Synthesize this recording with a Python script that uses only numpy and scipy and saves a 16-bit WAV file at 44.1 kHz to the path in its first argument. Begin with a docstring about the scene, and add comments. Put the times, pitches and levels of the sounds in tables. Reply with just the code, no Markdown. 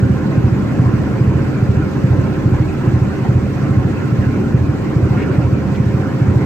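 """A slow six-cylinder diesel thumps through its exhaust stack over a steel deck at sea.
Each firing is an impulse that excites a branch pipe and the stack: three strong, three weak.
Engine-room rumble and roar are noise coloured by the resonant plating; pumps and gears add whines.
The sea hisses along the hull, wind buffets the microphones, and loose gear scrapes now and then."""
import sys
import numpy as np
from scipy import signal
from scipy.io import wavfile
from scipy.ndimage import uniform_filter1d

SR = 44100
rng = np.random.default_rng(int(sys.argv[2]) if len(sys.argv) > 2 else 0)


def materialize(psi):
    """Save the field psi as 16-bit PCM at rate SR to the path in sys.argv[1].

    A 1-D psi becomes a single channel; in a 2-D psi each row is a channel.
    """
    bounded = np.clip(np.atleast_2d(psi).T, -1, 1)
    quanta = np.round(bounded * 32767).astype(np.int16)
    wavfile.write(sys.argv[1], SR, quanta)


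N = 284445

ENGINE_LAG = 5  # samples by which the engine reaches the right microphone later
# Slow swell of the roar, which the sea hiss follows in part: (time [s], relative level [dB])
SWELL = [(0, -0.5), (.7, .8), (1.6, 0), (2.2, 0.2), (4.2, .3), (4.8, -1), (5.2, 1), (5.6, -1), (6.45, 1)]


def gain_of(db):
    """Amplitude ratio: tenfold for every 20 dB."""
    return 10 ** (np.asarray(db) / 20)


def unit_rms(x):
    """Normalisation to a mean power of 1."""
    return x / np.sqrt(np.mean(x ** 2) + 1e-20)


def at_frequency(points, hz):
    """Interpolation of a table on a logarithmic frequency axis."""
    f, value = np.transpose(points)
    return np.interp(np.log(hz + 1), np.log(f + 1), value)


def level(curve):
    """Linear interpolation of a (time [s], level [dB]) curve at every sample."""
    return np.interp(np.arange(N) / SR, *np.transpose(curve))


def drift(top_hz, step=256):
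    """Superposed slow sines of random phase make a smooth fluctuation of rms 1."""
    t = np.arange(0, N, step) / SR
    rates = np.geomspace(.2, top_hz, num=24)
    waves = sum(np.sin(2 * np.pi * (f * t + rng.random())) / np.sqrt(f) for f in rates)
    return np.interp(np.arange(N) / SR, t, unit_rms(waves))


def plating_noise(spectrum, patchy_db, flicker_db, size, patch_bins, lag):
    """Source and filter: fluctuating noise shaped by the plating; rms 1, right channel lag in samples."""
    # Peaks and dips of the deck plating: (frequency [Hz], bandwidth [Hz], gain [dB])
    plating = [(195, 13, 10.5), (232, 14, 3), (250, 14, -8), (306, 16, 6.5), (355, 14, -5), (373, 14, 7),
               (420, 16, 3), (487, 12, -4), (530, 50, 6), (645, 25, -4), (750, 45, 4), (1000, 20, 2.5),
               (1052, 30, 7.5), (1130, 30, -2), (1230, 70, -2.5), (1400, 220, 1.5)]
    # Likeness of the sound at the two microphones: (frequency [Hz], correlation [1])
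    correlation = [(30, .55), (60, .8), (130, .93), (250, .82), (330, .66), (900, .76), (1200, .4),
                   (1700, .62), (2100, .2), (3400, .5), (4400, .15), (6800, .38), (8600, .2), (12500, .3),
                   (15000, .15)]
    # Balance between the microphones: (frequency [Hz], left minus right level [dB])
    balance = [(60, -5), (130, 1.5), (290, -2.5), (640, 0), (1410, -3), (3100, -1.5), (6820, -2.5),
               (15000, 1)]
    hop = size // 4
    frames, hz = N // hop + 5, np.fft.rfftfreq(size, 1 / SR)
    a, b, c, d, patches = rng.standard_normal((frames, len(hz), 5)).T
    left, unrelated = a + 1j * b, c + 1j * d
    patches = uniform_filter1d(patches, size=12, axis=0)  # smoothed over frequency
    patches = unit_rms(uniform_filter1d(patches, size=patch_bins, axis=1))  # then over time bins
    flicker = unit_rms(uniform_filter1d(rng.standard_normal(frames), size=5))
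    plating_db = sum(db / (1 + (2 * (hz - f) / width) ** 2) for f, width, db in plating)
    shape_db = at_frequency(spectrum, hz) + plating_db
    alike = at_frequency(correlation, hz)[:, None]
    delay = np.exp(-2j * np.pi * hz * lag / SR)[:, None]
    spectra = np.array([left, alike * delay * left + np.sqrt(1 - alike ** 2) * unrelated])
    spectra *= gain_of(shape_db[:, None] + patchy_db * patches + flicker_db * flicker)
    spectra *= gain_of(np.outer([.5, -.5], at_frequency(balance, hz)))[:, :, None]
    return unit_rms(signal.istft(spectra, nperseg=size, noverlap=size - hop)[1][:, :N])


def engine_cycles(t, steady_rpm=288.46, sag_rpm=2.96, sag_at_s=4.549, start_cycle=.2209):
    """Phase is the integral of speed, which the governor lets sag once and wins back more slowly."""
    sag_width_s = np.where(t < sag_at_s, .347, .566)
    rpm = steady_rpm - sag_rpm / np.cosh((t - sag_at_s) / sag_width_s)
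    cycles = np.cumsum(rpm) / (120 * SR)  # four-stroke: two turns a cycle
    return cycles + start_cycle - np.interp(0, t, cycles)


def exhaust(load_db=.44, uneven_db=1.8, rise_s=.0077):
    """Impulse response: each firing puffs down its branch pipe, echoes once and rings the stack's modes."""
    # Cylinders: (firing point [cycle], relative level [dB], branch frequency [Hz],
    # puff time constant [s], echo delay [s], signed echo gain [1])
    cylinders = [(.1243, -7.4, 135.4, .005, .0424, .18), (.2786, -8.8, 111.1, .0042, .0274, -.62),
                 (.4668, -9.5, 132.8, .0056, .0526, -.73), (.6043, -25, 106.5, .009, .0508, -1.2),
                 (.781, -18.1, 138.6, .009, .0533, 1.2), (.9418, -23.4, 127.3, .009, .0386, -.56)]
    # Modes of the common stack: (frequency [Hz], signed amplitude [1], 60 dB decay time [s])
    stack_modes = [(50.1, -.025, .9), (78.3, -.16, .9), (90, -.153, .9), (101.5, 1.5, .04),
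                   (122.2, 1.5, .123), (162.1, .973, .136), (190.3, .036, .9)]
    lead = SR  # the engine is already running
    cycles = engine_cycles((np.arange(N + lead) - lead) / SR)
    age, out = np.arange(lead) / SR, np.zeros(N + lead)
    stack = sum(amp * gain_of(-60 * age / t60) * np.sin(2 * np.pi * hz * age)
                for hz, amp, t60 in stack_modes)
    stack *= 1 - np.exp(-age / rise_s)
    for point, db, hz, puff_s, delay_s, echo_gain in cylinders:
        firings = np.flatnonzero(np.diff(np.floor(cycles - point)))
        blows = np.zeros(N + lead)
        blows[firings] = gain_of(db + load_db + uneven_db * rng.standard_normal(len(firings)))
        puff = (age / puff_s / 2) ** 2 * np.exp(2 - age / puff_s)
        branch = puff * np.sin(2 * np.pi * hz * age)
        echo = echo_gain * np.roll(branch, round(delay_s * SR))
        out -= signal.oaconvolve(blows, branch + echo + stack)[:N + lead]
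    return np.array([gain_of(-2.0) * out, gain_of(-.13) * np.roll(out, ENGINE_LAG)])[:, lead:]


def engine_room_rumble():
    """Structure-borne sound: low engine-room noise comes up through the plating."""
    # Rumble ahead of the plating: (frequency [Hz], relative level [dB])
    spectrum = [(25, -37), (50, -21.5), (80, -5.5), (115, -2.5), (170, -8), (250, -3), (400, -11),
                (460, -17.5), (620, -23.5), (900, -39), (2000, -99.5)]
    # Slow envelope of the rumble: (time [s], level [dB])
    envelope = [(0, -21), (.6, -18.5), (2.8, -20.5), (3.4, -19), (4.6, -21), (5.2, -18), (5.7, -21),
                (6.45, -19.5)]
    rumble = plating_noise(spectrum, patchy_db=1.0, flicker_db=.9, size=4096, patch_bins=9, lag=ENGINE_LAG)
    return gain_of(level(envelope)) * rumble


def machinery_roar(db=-33):
    """Random amplitude modulation: short patches in midrange noise are heard as valve-gear clatter."""
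    # Roar ahead of the plating: (frequency [Hz], relative level [dB])
    spectrum = [(290, -42), (500, -5), (700, -7.5), (1400, -7.5), (2000, -12.5), (2600, -16), (3100, -25.5),
                (4000, -45.5), (6000, -87)]
    roar = plating_noise(spectrum, patchy_db=2.5, flicker_db=.6, size=2048, patch_bins=3, lag=3.46)
    return gain_of(db + level(SWELL)) * roar


def sea_hiss(db=-48.5, swell_share=.6):
    """Broadband flow noise: the sea hisses along the hull."""
    # Hiss of the water: (frequency [Hz], relative level [dB])
    spectrum = [(1500, -38.5), (2800, -0.5), (3500, 1.5), (4400, 1), (6900, -3), (7600, -5), (8300, -6.5),
                (9000, -13), (9900, -17.5), (11000, -14), (12400, -9), (13300, -13), (14400, -17),
                (15500, -14.5)]
    hiss = plating_noise(spectrum, patchy_db=1.4, flicker_db=.63, size=512, patch_bins=9, lag=5.73)
    return gain_of(db + swell_share * level(SWELL)) * hiss


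def whines(waver_db=4.5, wander=.00056):
    """Periodic vibration: hull, pumps and gears radiate tones that drift in level and slightly in pitch."""
    # Hull hums and whines of pumps and gears: (frequency [Hz], median rms level [dB])
    tones = [(36, -54), (50.4, -45), (263.8, -37), (401.7, -46), (471, -53), (526.9, -48), (657.4, -59),
             (791.3, -57), (942.1, -56), (1177.5, -62.5), (1292.6, -59), (1318.9, -56), (1413, -59)]
    out = np.zeros((2, N))
    for hz, db in tones:
        rms = gain_of(db + waver_db * drift(top_hz=3.3))
        turns = np.cumsum(hz * (1 + wander * drift(top_hz=2.18))) / SR + rng.random()
        side = [[0], [.13 * rng.standard_normal()]]  # a phase offset gives each tone its direction
        out += np.sqrt(2) * rms * np.sin(2 * np.pi * (turns + side))
    return out


def wind(db=-36, band_hz=(45, 380), lumpy_db=4.0):
    """Turbulent pressure: lumpy low buffeting, uncorrelated at the two microphones."""
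    band = signal.butter(2, band_hz, "bandpass", fs=SR, output="sos")
    gusts = np.array([drift(top_hz=25, step=128) for _ in range(2)])
    pressure = signal.sosfilt(band, rng.standard_normal((2, N)))
    return gain_of(db) * unit_rms(pressure * gain_of(lumpy_db * gusts))


def scrapes(ramp_share=.7, ring_db=11.5, pan_db=-.5):
    """Friction excites resonance: a gliding band of rubbing noise rings the loose gear on the deck."""
    # Scrapes and squeaks: (time [s], duration [s], rub level [dB], start frequency [Hz],
    # end frequency [Hz], half bandwidth [Hz])
    strokes = [(0.778, 0.038, -37, 808, 900, 400), (2.669, 0.049, -47, 2690, 2390, 70),
               (3.53, 0.14, -44.5, 900, 1000, 400), (4.208, .025, -46, 2010, 2510, 900),
               (5.149, .11, -35.5, 1417, 2490, 480), (5.307, .07, -43.5, 2300, 1397, 700),
               (5.74, .03, -43, 2490, 3000, 1200)]
    # Resonances of the loose gear: (frequency [Hz], bandwidth [Hz], relative gain [dB])
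    gear_modes = [(738, 24, 4), (1000, 50, -2.5), (1406, 40, -1), (1570, 30, -11), (2140, 25, -7),
                  (2620, 51, -18), (2800, 23, -7)]
    rubs, sides = np.zeros((2, N)), np.array([[.5], [-.5]])
    for start_s, length_s, db, from_hz, to_hz, half_width in strokes:
        count = round(length_s * SR)
        white = rng.standard_normal((2, SR // 4)) + 1j * rng.standard_normal((2, SR // 4))
        roughness = signal.lfilter(*signal.butter(2, half_width, fs=SR), white)[:, -count:]
        roughness[1] += roughness[0]  # partly alike at both microphones
        turns = np.cumsum(np.linspace(from_hz, to_hz, count)) / SR
        rub = (roughness * np.exp(2j * np.pi * turns)).real
        rub *= signal.windows.tukey(count, ramp_share) / rub.std(axis=1)[:, None]
        rubs[:, round(start_s * SR):][:, :count] += gain_of(db + sides * pan_db) * rub
    ringing = sum(gain_of(ring_db + db) * signal.lfilter(*signal.iirpeak(hz, hz / width, fs=SR), rubs)
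                  for hz, width, db in gear_modes)
    return rubs + ringing


def scene():
    """Superposition: the pressures of engine, sea, wind and deck gear add at the two microphones."""
    background = engine_room_rumble() + machinery_roar() + sea_hiss()
    return exhaust() + background + whines() + wind() + scrapes()


def record(dry):
    """Compression and band limiting: bass cut, gain control on strong firings, soft peaks, treble cut."""
    low_hz, high_hz, ceiling = 26, 15720, 1.04
    threshold_db, slope, recovery_db_per_s, makeup_db = -12.5, .13, 12.0, 2.0
    dry = signal.lfilter(*signal.butter(2, low_hz, "highpass", fs=SR), dry)
    power_db = 10 * np.log10(abs(uniform_filter1d((dry ** 2).mean(0), size=800)) + 1e-12)
    fall_db = np.arange(N) * recovery_db_per_s / SR
    held_db = np.maximum.accumulate(power_db + fall_db) - fall_db  # peak detector with slow recovery
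    over_db = uniform_filter1d(np.maximum(held_db - threshold_db, 0), size=400)
    ducked = dry * gain_of(makeup_db - slope * over_db)
    rounded = ducked / (1 + (ducked / ceiling) ** 4) ** (1 / 4)
    lowpass = signal.firwin(1023, high_hz, window=("kaiser", 9), fs=SR)
    return signal.oaconvolve(rounded, lowpass[None], "same")


dry = scene()
out = record(dry)
materialize(out)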